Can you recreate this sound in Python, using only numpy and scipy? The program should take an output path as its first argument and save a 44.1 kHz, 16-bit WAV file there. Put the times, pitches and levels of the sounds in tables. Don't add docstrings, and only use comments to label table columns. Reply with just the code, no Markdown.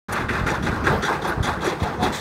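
import sys
import numpy as np
from scipy import signal
from scipy.io import wavfile

SR = 44100
rng = np.random.default_rng(int(sys.argv[2]) if len(sys.argv) > 2 else 0)


def log_audio(samples):
    frames = np.atleast_2d(samples).T
    limited = np.clip(frames, -1, 1)
    pcm = np.round(limited * 32767).astype(np.int16)
    wavfile.write(sys.argv[1], SR, pcm)


N = 97108
TIME_S = np.arange(N) / SR
EDGES_HZ = 20 * 2 ** np.arange(0, 9.8, 1 / 3)
CENTRES_HZ = np.sqrt(EDGES_HZ[1:] * EDGES_HZ[:-1])


def amp(db):
    return 10 ** (np.asarray(db) / 20)


def rms_one(x):
    return x / np.sqrt(np.mean(x ** 2) + 1e-20)


def at_hz(points, hz):
    points = np.array(points)
    return np.interp(np.log(hz), np.log(points[:, 0]), points[:, 1])


def drift(rate_hz):
    pole = np.exp(-2 * np.pi * rate_hz * 40 / SR)
    noise = rng.standard_normal(N // 40 + 1002)
    slow = signal.lfilter([1], [1, -2 * pole, pole * pole], noise)[1000:]
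    return np.interp(np.arange(N) / 40, np.arange(len(slow)), rms_one(slow))


def bands(spectrum, source):
    for k, hz in enumerate(CENTRES_HZ):
        if spectrum[0][0] < hz < spectrum[-1][0]:
            sos = signal.butter(2, EDGES_HZ[k:k + 2], "band", fs=SR, output="sos")
            yield hz, amp(at_hz(spectrum, hz)) * signal.sosfilt(sos, source[k % 2])


def white():
    return rng.standard_normal((2, N))


def resonance(x, hz, width_hz):
    r = np.exp(-np.pi * width_hz / SR)
    feedback = [1, -2 * r * np.cos(2 * np.pi * hz / SR), r * r]
    return signal.lfilter(np.array([1, 0, -1]) * (1 - r * r) / 2, feedback, x)


# time_s, level_db
WIND_LEVEL = [(.085, -35), (.13, -25.5), (.2, -31.5), (.3, -28), (.45, -28.5), (.57, -30.5), (.7, -27),
              (.84, -27), (.92, -23.5), (1.05, -41.5), (1.2, -35), (1.35, -32), (1.5, -30), (1.6, -37.5),
              (1.75, -41), (1.9, -36), (2.06, -27.5), (2.2, -37.5)]
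# pitch_hz, level_db_per_hz
WIND_TONE = [(12, -45), (20, -22), (65, 5), (166, -4), (229, -1.5), (414, -15.5), (467, -22.5), (500, 2),
             (650, -29), (1100, -120)]
# start_s, level_db (before rise and decay), pitch_hz
PUFFS = [(0.238, -8.5, 82.5), (0.266, -23, 69), (0.322, -27, 165), (0.373, -12, 129), (0.413, -7, 98),
         (0.434, -6, 101), (0.461, -8.5, 144), (0.517, -13, 294), (0.596, -8.5, 92), (0.638, -4.5, 136),
         (0.663, -11, 166), (0.691, -9, 73.5), (0.698, -9.5, 148), (0.728, -7, 128), (0.796, -23, 75.4),
         (0.885, -25, 310), (0.894, -33, 88.8), (0.904, -7.5, 85), (0.998, -12, 70.0), (1.376, -7, 95),
         (1.403, -1.5, 80), (1.82, -3, 115), (1.83, -5.5, 78.1)]
WIND_LUMPY_DB, WIND_LUMPS_HZ = -2.5, 30.2
PUFF_T60_CYCLES, PUFF_RISE_CYCLES = 2.23, 0.2


def wind():
    noise = sum(part for hz, part in bands(WIND_TONE, white()))
    lumps = rms_one(amp(WIND_LUMPY_DB * drift(WIND_LUMPS_HZ)) * noise)
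    time_s, level_db = np.transpose(WIND_LEVEL)
    out = amp(np.interp(TIME_S, time_s, level_db)) * lumps
    for start_s, level_db, pitch_hz in PUFFS:
        cycles = np.maximum(TIME_S - start_s, 0) * pitch_hz
        rise = np.minimum(cycles / PUFF_RISE_CYCLES, 1)
        decay = amp(-60 * cycles / PUFF_T60_CYCLES)
        out += amp(level_db) * np.sin(2 * np.pi * cycles) * rise * decay
    return out


GRAINS_PER_S, GRAIN_SPREAD_DB = 2500, 3
GRAIN_SHARE = 0.43


def grit():
    size_db = GRAIN_SPREAD_DB * np.minimum(rng.exponential(1, (2, N)), 5)
    sizes = amp(size_db) * rng.choice([-1, 1], (2, N))
    grains = sizes * (rng.random((2, N)) < GRAINS_PER_S / SR)
    return np.sqrt(GRAIN_SHARE) * rms_one(grains) + np.sqrt(1 - GRAIN_SHARE) * white()


# pitch_hz, width_hz, level_db
STEEL_MODES = [(356, 30, -8), (425, 30, -9), (855, 30, -7), (1060, 40, -8), (1225, 35, -8), (1570, 60, -7),
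               (1730, 40, -9), (2090, 18, -6), (2550, 40, -8), (3330, 50, 1), (3430, 60, 3), (3580, 70, -2),
               (4230, 50, -6), (4670, 40, -4), (5730, 50, -5), (6900, 100, -6)]
STEADY_MODES_DB = -14.5


def steel(x):
    modes = (amp(level_db + STEADY_MODES_DB) * resonance(x, pitch_hz, width_hz)
             for pitch_hz, width_hz, level_db in STEEL_MODES)
    return x + sum(modes)


# pitch_hz, level_db_per_hz
CHAIN_TONE = [(88, -62), (150, 15), (290, -9.5), (412, 5.5), (551, -4.5), (1110, -1), (1800, -9.5),
              (2760, -24), (3490, -20.5), (13900, -44), (15600, -27)]
CHAIN_DB, CHAIN_PATCHY_DB = -30, 2.5


def chain():
    together = drift(2.8)
    shaken = [steel(x) for x in grit()]
    parts = (part * amp(CHAIN_PATCHY_DB * (together + drift(12))) for hz, part in bands(CHAIN_TONE, shaken))
    return amp(CHAIN_DB) * rms_one(sum(parts))


# start_s, length_s, pitch_hz, end_pitch_hz, level_db
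GROAN_TONES = [(1.98, .1, 715, 750, -22), (2.03, .05, 390, 405, -22), (1.655, .05, 356, 356, -22),
               (1.27, .06, 1225, 1225, -26), (.878, .03, 450, 280, -17), (.922, .028, 520, 380, -20),
               (.515, .02, 360, 290, -21)]


def groans():
    out = np.zeros(N)
    for start_s, length_s, pitch_hz, end_pitch_hz, level_db in GROAN_TONES:
        done = np.clip((TIME_S - start_s) / length_s, 0, 1)
        glide_hz = pitch_hz + (end_pitch_hz - pitch_hz) * done
        wavering_hz = glide_hz * (1 + 0.00653 * drift(16.8))
        swell = np.sin(np.pi * done) ** 1.5
        tone = np.sin(2 * np.pi * np.cumsum(wavering_hz) / SR)
        out += amp(level_db + 2.0 * drift(25)) * swell * tone
    return out


# pitch_hz, level_db_per_hz
SCRAPE_TONE = [(1180, -35), (2000, 9.5), (2270, -4), (2970, -28), (3260, -2), (3650, 0), (4930, -15),
               (5190, -8.5), (7010, -7), (9060, -17.5), (15600, -21)]
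SCRAPE_START_S, SCRAPE_RISE_S, SCRAPE_DB = 2.118, 0.009, -34
SCRAPE_PEAK_S, SCRAPE_SWELL_S, SCRAPE_SWELL_DB = 2.157, 0.017, 4.5


def scrape():
    noise = rms_one(sum(part for hz, part in bands(SCRAPE_TONE, [steel(x) for x in white()])))
    rise = np.clip((TIME_S - SCRAPE_START_S) / SCRAPE_RISE_S, 0, 1)
    swell_db = SCRAPE_SWELL_DB * np.exp(-((TIME_S - SCRAPE_PEAK_S) / SCRAPE_SWELL_S) ** 2)
    return amp(SCRAPE_DB + swell_db) * rise * noise


# start_s, level_db, pitch_hz
TICK_KNOCKS = [(.504, -25, 7000), (.554, -28, 6300), (.687, -31, 6000), (.775, -34, 5500),
               (1.091, -29, 7800), (1.254, -27, 5500), (1.279, -33, 8500), (1.474, -27, 9500)]
TICK_T60_S = .005


def ticks():
    out = np.zeros(N)
    for start_s, level_db, pitch_hz in TICK_KNOCKS:
        t = np.maximum(TIME_S - start_s, 0)
        out += amp(level_db - 60 * t / TICK_T60_S) * np.sin(2 * np.pi * pitch_hz * t)
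    return out


# start_s, level_db (at 3.5 kHz, before the overall trim),
# then over_db at 400 Hz, 800 Hz, 1.4 kHz, 2.3 kHz, 5.5 kHz, 10 kHz (relative to level_db),
# chatter_s, rise_s (before the extra attack cycles)
CLACK_HITS = [(0.084, -47.5, 18, 19.5, 27.5, 6, -3, -18, 0.059, 0.0045),
              (0.1205, -38, 14.5, 20.5, 19, 12, 7, 11.5, 0.012, 0.0057),
              (0.15, -40, 5, 19, 21, 12.5, -22, -16, 0.03, 0.0044),
              (0.1884, -40.5, 17, 3, 20.5, 8, -33, -26, 0.032, 0.004),
              (0.2844, -34.5, 15.5, 5, 18.5, 13.5, -16, -25, 0.013, 0.0052),
              (0.3214, -41, 12.5, 15.5, 24, 9, -9, -14, 0.018, 0.0048),
              (0.346, -41, 11, 6, 21.5, 11.5, -33, -32, 0.051, 0.0045),
              (0.4614, -34, 12.5, 11, 18, 12.5, 1.5, -7, 0.024, 0.004),
              (0.491, -35, 16.5, 19.5, 8, -20, 2, -24, 0.029, 0.004),
              (0.535, -37.5, 7, -1, 20.5, 1, -29, -28, 0.023, 0.004),
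              (0.6236, -35, 12, 1, 2, 4, 0, -9, 0.032, 0.004),
              (0.6607, -32, 11, 10.5, 16, 7.5, -18, -41, 0.012, 0.0036),
              (0.71, -42.5, 17, 15.5, 22.5, -3, -33, -28, 0.038, 0.004),
              (0.755, -46, 7, 11, 14, 2, -21, -26, 0.014, 0.004),
              (0.8374, -37.5, 16, -6, 20, 8, 1, -17, 0.022, 0.004),
              (0.861, -29, 19, 11, 19.5, 5, -16, -30, 0.0069, 0.0049),
              (0.894, -42.5, 22.5, 25.5, 19, -16, -30, -11, 0.0097, 0.0053),
              (0.915, -56, 16, 10, 17, -3, -24, -22, 0.0094, 0.004),
              (1.0213, -30.5, 2, -24, 15, 3, 1.5, -19, 0.019, 0.0036),
              (1.045, -28, -16, 7.5, 9, -6, -5, -18, 0.027, 0.0037),
              (1.0844, -35.5, 17, 19, 21.5, -8, -45, -25, 0.014, 0.0053),
              (1.124, -40.5, 9, 19.5, 16, 12, -28, -28, 0.017, 0.004),
              (1.155, -51, 5, 4, 3, -1, -14, -17.5, 0.012, 0.0028),
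              (1.216, -36.5, 7, 5, 11, -6, -3, -23, 0.035, 0.004),
              (1.2404, -33, 12, 18.5, 14.5, -3, -12, -24, 0.021, 0.0056),
              (1.2714, -38, 19, 17, 22.5, -1, -13, 4.5, 0.029, 0.0036),
              (1.317, -46, 0, 5, 10, -7, -31, -21, 0.0078, 0.004),
              (1.4255, -28.5, -9, -4, 8, -3, -2, -6, 0.015, 0.0037),
              (1.4367, -31.5, 9, 7, 12.5, 2, 3, -11, 0.026, 0.0056),
              (1.467, -33.5, 9.5, 17.5, 15.5, -2.5, -14, -14, 0.03, 0.004),
              (1.5174, -40.5, -13, 9, 20.5, -32, -26, -22, 0.027, 0.004),
              (1.605, -35.5, 6, -6, -12, 3, -9, -22, 0.018, 0.0048),
              (1.614, -34, 14.5, 11.5, 10, -18, -6, -15, 0.021, 0.004),
              (1.64, -33.5, 16.5, 13.5, 15.5, 3.5, 2, -1, 0.035, 0.004),
              (1.672, -31, 6, 11, -3, 5, -1, -27, 0.03, 0.0024),
              (1.718, -34, 10, 9, 7, -4, -21, -23, 0.011, 0.0034),
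              (1.796, -38.5, 13, 11, 4, 3, -5, -13, 0.03, 0.0048),
              (1.825, -33.5, 10.5, 16, 7, 4, -1.5, -4, 0.012, 0.0044),
              (1.853, -44, -3, 14, -2, 4, -5, -17, 0.034, 0.0027),
              (2.0024, -41.5, 25.5, 21.5, 3, 3, -20, -22, 0.03, 0.004),
              (2.022, -28, 6, 11, 8, 3.5, -6, -8.5, 0.018, 0.0054),
              (2.0457, -26, 9.5, 10, 2, 1.5, -33, -26, 0.0092, 0.004),
              (2.06, -34, -1, -10, -12, -12, -22, -23, 0.02, 0.004)]
CLACK_PITCHES = [3500, 400, 800, 1400, 2300, 5500, 10000]
# pitch_hz, level_db_per_hz
CLACK_TONE = [(120, -12), (200, -3), (400, 0), (560, -4), (850, 0), (1300, -1), (1700, -3), (2300, -10),
              (2900, -20), (3450, -14), (4200, -20), (5500, -24), (10000, -33), (12500, -37), (15700, -45)]
# pitch_hz, t60_s
CLACK_RING = [(200, .25), (1300, 0.42), (4000, 0.067), (15000, 0.04)]
CLACK_DB, ATTACK_CYCLES = -13, 4.4
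CHATTER_DB, CHATTER_HZ = 2.5, 60
MODE_SPREAD_DB = 1.5


def clacks():
    start_s, level_db, *over_db, chatter_s, rise_s = np.transpose(CLACK_HITS)
    order = np.argsort(CLACK_PITCHES)
    anchors_hz = np.array(CLACK_PITCHES)[order]
    anchor_db = (level_db + np.array([0 * level_db, *over_db]))[order].T
    offsets_db = anchor_db - at_hz(CLACK_TONE, anchors_hz) - 10 * np.log10(anchors_hz)
    steps = np.arange(0, N, 32)
    t = steps / SR - start_s[:, None]
    ringing_s = np.maximum(t - chatter_s[:, None], 0)

    def strokes(hz, spread_db):
        hit_db = np.array([at_hz(np.transpose([anchors_hz, row]), hz) for row in offsets_db])
        hit_db = hit_db + spread_db * rng.standard_normal(len(start_s))
        rise = np.clip(t / (rise_s[:, None] + ATTACK_CYCLES / hz), 0, 1)
        power = (rise * amp(hit_db[:, None] - 60 * ringing_s / at_hz(CLACK_RING, hz))) ** 2
        gain = amp(at_hz(CLACK_TONE, hz)) * np.sqrt(hz * power.sum(0))
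        return np.interp(np.arange(N), steps, gain)

    contacts = grit()
    broad = sum(rms_one(part) * strokes(hz, 0) * amp(CHATTER_DB * drift(CHATTER_HZ))
                for hz, part in bands(CLACK_TONE, contacts))
    modes = sum(amp(mode_db) * rms_one(resonance(contacts[0], hz, width_hz)) * strokes(hz, MODE_SPREAD_DB)
                for hz, width_hz, mode_db in STEEL_MODES)
    return amp(CLACK_DB) * (broad + modes)


def scene():
    return (wind() + chain() + groans() + scrape() + ticks() + clacks())[None]


# pitch_hz, width_hz, share_added (a ratio; negative dips)
MIC_PEAKS = [(9100, 1200, 0.3), (10330, 700, -0.5), (7450, 720, -0.16), (15500, 2500, -0.37)]
MIC_LOW_HZ, CUTOFF_HZ = 44.6, 15720
START_S, START_RISE_S = .0845, 0.00037


def record(dry):
    out = signal.sosfilt(signal.butter(3, MIC_LOW_HZ, "high", fs=SR, output="sos"), dry)
    for pitch_hz, width_hz, share_added in MIC_PEAKS:
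        out = out + share_added * resonance(out, pitch_hz, width_hz)
    gate = np.clip((TIME_S - START_S) / START_RISE_S, 0, 1)
    top_cut = signal.ellip(14, .5, 100, CUTOFF_HZ, fs=SR, output="sos")
    return signal.sosfilt(top_cut, out * gate)


dry = scene()
out = record(dry)
log_audio(out)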